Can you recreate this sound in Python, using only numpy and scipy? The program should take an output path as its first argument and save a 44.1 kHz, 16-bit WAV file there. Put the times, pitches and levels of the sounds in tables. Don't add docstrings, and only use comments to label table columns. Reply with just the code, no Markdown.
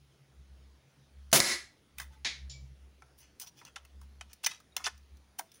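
import sys
import numpy as np
from scipy import signal
from scipy.io import wavfile
from scipy.ndimage import uniform_filter1d

SR = 44100
rng = np.random.default_rng(int(sys.argv[2]) if len(sys.argv) > 2 else 0)


def materialize(psi):
    bounded = np.clip(np.atleast_2d(psi).T, -1, 1)
    quanta = np.round(bounded * 32767).astype(np.int16)
    wavfile.write(sys.argv[1], SR, quanta)


def undo_db(level):
    steps = np.asarray(level, float) / 20
    return 10 ** steps


N = 246959


def evened(x):
    return x / np.sqrt(np.mean(x ** 2) + 1e-20)


def unit(x):
    return x / np.linalg.norm(x)


def smooth_noise(size, *lengths):
    drift = rng.standard_normal(size)
    for length in lengths:
        drift = uniform_filter1d(drift, size=length)
    return evened(drift)


def read(points, hz):
    f, value = np.transpose(points)
    return np.interp(np.log(hz + 1), np.log(f + 1), value)


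def add(mix, start_s, sound):
    part = mix[round(start_s * SR):][:len(sound)]
    part += sound[:len(part)]


def coloured(x, points):
    log_gain = np.log(undo_db(read(points, abs(np.fft.fftfreq(4096, 1 / SR)))))
    taps = np.fft.ifft(np.exp(np.conj(signal.hilbert(log_gain)))).real[:2048]
    return signal.oaconvolve(x, taps)[:len(x)]


def band(x, lo_hz, hi_hz):
    sos = signal.butter(2, [lo_hz, min(hi_hz, .45 * SR)], "bandpass", fs=SR, output="sos")
    return signal.sosfilt(sos, x)


def ring(modes, size=8000):
    t = np.arange(size) / SR
    return sum(undo_db(db - 60 * t / t60) * np.sin(2 * np.pi * hz * t) for hz, db, t60 in modes)


def blast():
    # hz, relative level_db per Hz
    jet_colour = [(60, -21), (120, -8), (250, -2.5), (450, -2), (750, -5), (1200, -4), (3000, -5),
                  (7000, -4), (11000, -6.5), (16000, -8.5)]
    # hz, relative level_db, t60_s
    barrel = [(143, 10.5, 0.17), (240, -13.5, .12), (345, -8.5, .25), (560, -9.5, .1), (650, 4, .15),
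              (946, -12.5, 0.089)]
    valve_open_s, valve_shut_s, build_s = 1.3281, 1.374, 0.0049
    slap_s, slap_db, slap_decay_s = 1.3605, 6, 0.012
    jet_db, jet_fade_db_per_s = 3.5, 898
    puff_db, puff_fade_db_per_s = -9.5, 299
    t = np.arange(N) / SR
    opening = 1 - np.exp(-np.maximum(t - valve_open_s, 0) / build_s)
    shut_for_s = np.maximum(t - valve_shut_s, 0)
    lift_db = (t > slap_s) * slap_db * np.exp(-np.maximum(t - slap_s, 0) / slap_decay_s)
    hiss_level = opening * undo_db(jet_db + lift_db - jet_fade_db_per_s * shut_for_s)
    out = evened(coloured(rng.standard_normal(N), jet_colour)) * hiss_level

    puff = opening * undo_db(jet_db + puff_db - puff_fade_db_per_s * shut_for_s)
    damped = ring([(hz, 0, t60 / 2) for hz, _, t60 in barrel[1:-1]])
    out += puff * evened(signal.oaconvolve(band(rng.standard_normal(N), 200, 2000), damped)[:N])

    swell = 1 - np.exp(-(np.arange(20000) / SR / .03) ** 2)
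    add(out, valve_open_s, undo_db(-1.5) * swell * ring(barrel, size=20000))
    return out


def strike():
    # hz, relative level_db, t60_s
    target = [(2000, 10, .014), (3000, -4, .004), (5000, -4, .016), (6100, -5, .004), (7500, -3, .004)]
    start_s, peak_db = 1.4022, 19
    t, out = np.arange(4000) / SR, np.zeros(N)
    crack = rng.standard_normal(len(t)) * (undo_db(-60 * t / .016) + undo_db(-9 - 60 * t / 0.09))
    ringing = signal.fftconvolve(crack, ring(target, size=3000))[:len(t)]
    sound = unit(ringing) + unit(band(band(crack, 1400, 9000), 1300, 10000))
    add(out, start_s, undo_db(peak_db) * sound / abs(sound).max())
    return out


def modes_of(drive, modes):
    response = ring([(hz, db, 2.2 / max(width, 80)) for hz, width, db in modes], size=3000)
    ringing = signal.fftconvolve(drive, response)[:len(drive)]
    return evened(band(band(ringing, 720, 17000), 650, 17000))


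def rifle_body(drive, ring_hz, ring_db, wood_db, edge_db, focus_db):
    # hz, width_hz, relative level_db
    metal = [(2599, 147, 0), (3045, 200, 1.5), (3560, 97, -2), (4367, 250, -7), (5240, 220, 1.5),
             (5980, 36, 1), (5740, 30, -4), (9233, 71, -2), (9800, 250, -9.5), (9540, 290, -3.5)]
    # hz, width_hz, relative level_db
    stock = [(770, 75, -6), (950, 70, -4.5), (1070, 131.3, 1), (1332, 82, -1.5), (1514, 80, -3),
             (1800, 150, 0.5), (2050, 130, -2.5)]
    scatter_db, scatter_share = 3.5, .03
    thud_db, edge_top_db = -10.5, 2
    near = []
    luck = rng.standard_normal((len(stock + metal), 2))
    for (hz, width, db), (tuning, strength) in zip(stock + metal, luck):
        distance_db = focus_db * np.log2(hz / ring_hz) ** 2
        near.append((hz * (1 + scatter_share * tuning), width, db + scatter_db * strength - distance_db))
    snap = band(band(drive, 1700, 7500), 1200, 9000)
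    edge = band(drive, 8500, 11500) + undo_db(edge_top_db) * band(drive, 11500, 18000)
    plain = 1.4 * evened(snap) + undo_db(edge_db) * evened(edge)
    thud = band(band(drive, 400, 800), 380, 850)
    wood = modes_of(drive, stock) + undo_db(thud_db) * evened(thud)
    return plain + undo_db(wood_db) * wood + undo_db(ring_db) * modes_of(drive, near)


def clicks():
    # start_s, peak_db, ring_hz, wood_db (wooden knock), edge_db (bright edge)
    trigger = (1.3165, -31, 6000, -30, 4)
    # start_s, peak_db, ring_hz, wood_db, edge_db
    parts = [(1.984, -26.5, 2937, -34, 9), (2, -24.5, 1938, -40, -1), (2.016, -34, 1922, -29, -2),
             (3.022, -39, 1320, 11, -39), (3.399, -25, 5600, -32.5, 15.5), (3.412, -55, 6100, -25, -13),
             (3.464, -45, 6440, -30, -24.5), (3.487, -50, 5400, -22, -5), (3.615, -44.5, 894, 39, -12),
             (3.651, -37.5, 5130, 1, -2), (3.76, -31, 3430, -20, -34), (3.763, -31, 1180, -10, -30),
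             (3.851, -41.5, 2490, -2, 1), (4.015, -45.5, 856, -17.5, 3.5), (4.211, -27.5, 2700, 2, -29),
             (4.332, -35, 5205, -29, 13), (4.446, -18.5, 6570, -12, -27), (4.453, -32.5, 6040, -31, 2),
             (4.463, -11, 6800, -38, -1), (4.467, -13.5, 2376, -46, -1.5), (4.602, -46.5, 1380, -31, -1),
             (4.766, -14, 4210, 1, 3), (4.779, -31.5, 2030, -23, -6), (4.843, -25, 5500, -25, -30),
             (4.86, -21, 5350, -30, -29), (4.866, -18, 4260, 7, -28), (4.875, -23, 2010, 1, -27),
             (4.978, -49.5, 5980, -17, 6), (5.171, -51.5, 6200, -22, 5), (5.394, -23, 796, 3.5, 0.5),
             (5.518, -42.5, 5270, -11, 6)]
    t, out = np.arange(5000) / SR, np.zeros(N)
    near_echo = undo_db(-21.5 - 60 * t / 0.11)
    burst = (1 - np.exp(-t / 0.00057)) * (undo_db(-60 * t / 0.021) + near_echo)
    for start_s, peak_db, ring_hz, wood_db, edge_db in [trigger] + parts:
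        impacts = rng.standard_normal(len(t)) * burst
        sound = rifle_body(impacts, ring_hz, 5.5, wood_db, edge_db, focus_db=69.5)
        add(out, start_s - .001, undo_db(peak_db) * sound / abs(sound).max())
    return out


def slides_and_rattles():
    # peak_s, fall_s, relative level_db, ring_hz, edge_db (bright edge)
    strokes = [(2.006, .049, -53, 2566, 4.5), (2.138, 0.056, -73, 2430, -3),
               (3.196, .04, -70.5, 9870, 14.5), (3.228, .084, -70.5, 3580, -20),
               (3.418, .035, -54.5, 5980, 12), (3.44, 0.056, -71, 954, -22), (3.477, .02, -58.5, 6680, 5),
               (3.59, .055, -67.5, 5170, 3), (3.623, 0.021, -67.5, 1017, -21),
               (3.672, .035, -63.5, 3140, -4), (3.676, .035, -69.5, 1420, -14),
               (3.772, .021, -59, 2500, -28), (4.025, .025, -73.5, 1845, 5.5),
               (4.226, 0.01, -68, 2590, -15), (4.314, .045, -70.5, 2820, -10.5),
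               (4.441, 0.015, -46.5, 2950, 6.5), (4.476, 0.0052, -50, 2300, -3.5),
               (4.516, .06, -54, 3560, -15), (4.81, 0.042, -57.5, 1820, -23),
               (4.851, .02, -43.5, 3400, -19), (4.87, 0.022, -42, 2600, -17),
               (5.392, .014, -49.5, 3100, 17), (5.409, 0.011, -57.5, 1830, 2),
               (5.552, 0.034, -69, 9400, 6.5)]
    out = np.zeros(N)
    for peak_s, fall_s, db, ring_hz, edge_db in strokes:
        rise_s = 0.54 * fall_s
        t = np.arange(-2 * rise_s, 3 * fall_s + .03, 1 / SR)
        stroke = np.exp(-2 * np.where(t < 0, (t / rise_s) ** 2, (abs(t) / fall_s) ** 1.15))
        grain, unevenness = rng.standard_normal((2, 20000))[:, :len(t)]
        grains = grain * undo_db(3 * evened(uniform_filter1d(unevenness, size=120)))
        sound = rifle_body(grains * stroke, ring_hz, ring_db=9.5, wood_db=-6, edge_db=edge_db, focus_db=12)
        add(out, peak_s + t[0], undo_db(db) * sound * np.sqrt(np.mean(stroke ** 2)))
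    return out


def pings_and_bump():
    # start_s, hz, level_db (before the wavering), t60_s
    tones = [(2.533, 2300, -54, .3), (2.105, 880, -64, .3), (2.148, 870, -59, .15), (3.41, 950, -59, .35),
             (3.58, 2500, -63, .3), (3.66, 1450, -60, .15), (3.68, 3200, -62, .2), (4.722, 3800, -60, .1),
             (5.393, 300, -47, .08), (5.394, 830, -47, .04), (5.41, 660, -54, .25), (5.49, 3550, -66, .3)]
    t, out = np.arange(8000) / SR, np.zeros(N)
    for start_s, hz, db, t60 in tones:
        waver = 1 + .5 * smooth_noise(len(t), 500)
        add(out, start_s, (1 - np.exp(-t / .003)) * waver * ring([(hz, db, t60)]))
    return out


def knocks():
    # (hz, relative level_db per Hz)
    blows = [(2.247, 2.5, [(120, -29), (230, -7.5), (450, -15), (800, -12.5), (1300, -14), (2200, 0.5),
             (2900, -7.5), (3800, -0.5), (5000, -6), (7000, -10), (8500, -20.5), (16000, -53)]),
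             (2.4964, -13.5, [(880, -51), (1500, -31), (2860, -16), (3370, -10), (5730, -6), (6470, -18.5),
             (7180, 2), (7900, -26), (12000, -44), (15600, -103), (22000, -120)])]
    out = np.zeros(N)
    for start_s, db, colour in blows:
        add(out, start_s, undo_db(db) * unit(coloured(signal.unit_impulse(2048), colour)))
    return out


def garden(x, build_s):
    # hz, t60_s
    decay = [(150, .16), (300, 0.3), (600, 0.22), (1100, 0.28), (1800, 0.35), (2600, 0.32), (4000, 0.32),
             (9000, 0.28), (16000, 0.22)]
    taps = np.zeros(SR)
    at = np.arange(0, SR - 16, 16)
    places = at + rng.integers(0, 16, len(at))
    signs = rng.choice([-1., 1.], len(at))
    taps[places] = signs * undo_db(2.5 * rng.standard_normal(len(at)))
    hz, t, z = signal.stft(taps, SR, nperseg=256)
    tail = signal.istft(z * undo_db(-60 * t / read(decay, hz)[:, None]), SR, nperseg=256)[1]
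    tail = tail * (1 - np.exp(-(np.arange(len(tail)) / SR / build_s) ** 2))
    return signal.fftconvolve(x, unit(tail))[:N]


def drone():
    # time_s, first_db (fundamental), second_db (second harmonic)
    swell = [(0.0, -59.5, -75), (0.2, -77, -67), (0.41, -52, -66.5), (0.55, -49, -72), (0.74, -54.5, -76),
             (0.9, -79, -64), (1.17, -49, -70), (1.33, -52, -85), (1.428, -73, -76), (1.53, -47.5, -78),
             (1.661, -60.5, -88), (1.779, -82, -82), (2.03, -50, -70), (2.36, -48.5, -62),
             (2.561, -46.5, -52.5), (2.879, -51, -72), (3.339, -65.5, -79), (3.62, -84, -73),
             (3.9, -52, -81), (4.03, -48.5, -63), (4.2, -51, -76), (4.489, -82.5, -91), (4.779, -63, -90),
             (4.95, -50, -77), (5.18, -55.5, -87), (5.42, -73, -87), (5.6, -99, -95)]
    # time_s, firing_hz
    pitch = [(0, 69.1), (.5, 66.3), (1.4, 69), (2.6, 66.54), (5, 68.8), (5.6, 66)]
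    t = np.arange(N) / SR
    time_s, first_db, second_db = np.transpose(swell)
    second_flutter_db = 5.5 * smooth_noise(N, 1500, 1500)
    first_flutter_db = 4 * smooth_noise(N, 2000, 2000)
    first = undo_db(np.interp(t, time_s, first_db) + first_flutter_db)
    second = undo_db(np.interp(t, time_s, second_db) + second_flutter_db)
    angle = 2 * np.pi * np.cumsum(np.interp(t, *np.transpose(pitch))) / SR
    third = undo_db(-23.5) * first * np.sin(3 * angle)
    return np.sqrt(2) * (first * np.sin(angle) + second * np.sin(2 * angle) + third)


def air():
    # hz, relative level_db per Hz
    colour = [(30, -3.5), (60, -1), (150, -0.5), (400, -7), (1000, -15), (2500, -17), (6000, -22),
              (9500, -27), (13000, -32.5), (16000, -29)]
    frames, hz = N // 256 + 5, np.fft.rfftfreq(1024, 1 / SR)
    real, imaginary, patches = rng.standard_normal((frames, 513, 3)).T
    patches = uniform_filter1d(patches, size=10, axis=0)
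    patches = evened(uniform_filter1d(patches, size=16, axis=1))
    z = (real + 1j * imaginary) * undo_db(read(colour, hz)[:, None] + 2 * patches)
    return undo_db(-64) * evened(signal.istft(z, nperseg=1024, noverlap=768)[1][:N])


def scene():
    muzzle, hit, handling = blast(), strike(), clicks() + slides_and_rattles()
    echoes = garden(undo_db(-12.0) * muzzle + undo_db(-13.5) * hit, build_s=.015)
    echoes += undo_db(-24) * garden(handling, build_s=0.017)
    echoes += garden(knocks(), build_s=0.00047)
    return (muzzle + hit + handling + echoes + pings_and_bump() + drone() + air())[None]


def band_limit(x):
    return signal.sosfilt(signal.butter(12, 16990, fs=SR, output="sos"), x)


def record(dry):
    # hz, level_db
    mic = [(25, -15.5), (60, -5.5), (6500, -2), (8000, -9), (9500, 0.5), (11000, -0.5), (12800, -10.5),
           (14000, -9.5)]
    # hz, level_db
    mic_edge = [(14700, -1), (15600, 0), (15850, -4), (16050, -28), (22050, -40)]
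    ceiling_db, release_db_per_s = -19.5, 210
    x = coloured(dry[0], mic + mic_edge)
    keep = np.exp(-1 / (.0025 * SR))
    power_db = 10 * np.log10(signal.lfilter([1 - keep], [1, -keep], x ** 2) + 1e-12)
    release_db = np.arange(N) / SR * release_db_per_s
    held_power_db = np.maximum.accumulate(power_db + release_db) - release_db
    over_db = np.maximum(held_power_db - ceiling_db, 0)
    held = .5 * np.tanh(x / undo_db(0.99 * over_db) / .5)
    return band_limit(held[None])


dry = scene()
out = record(dry)
materialize(out)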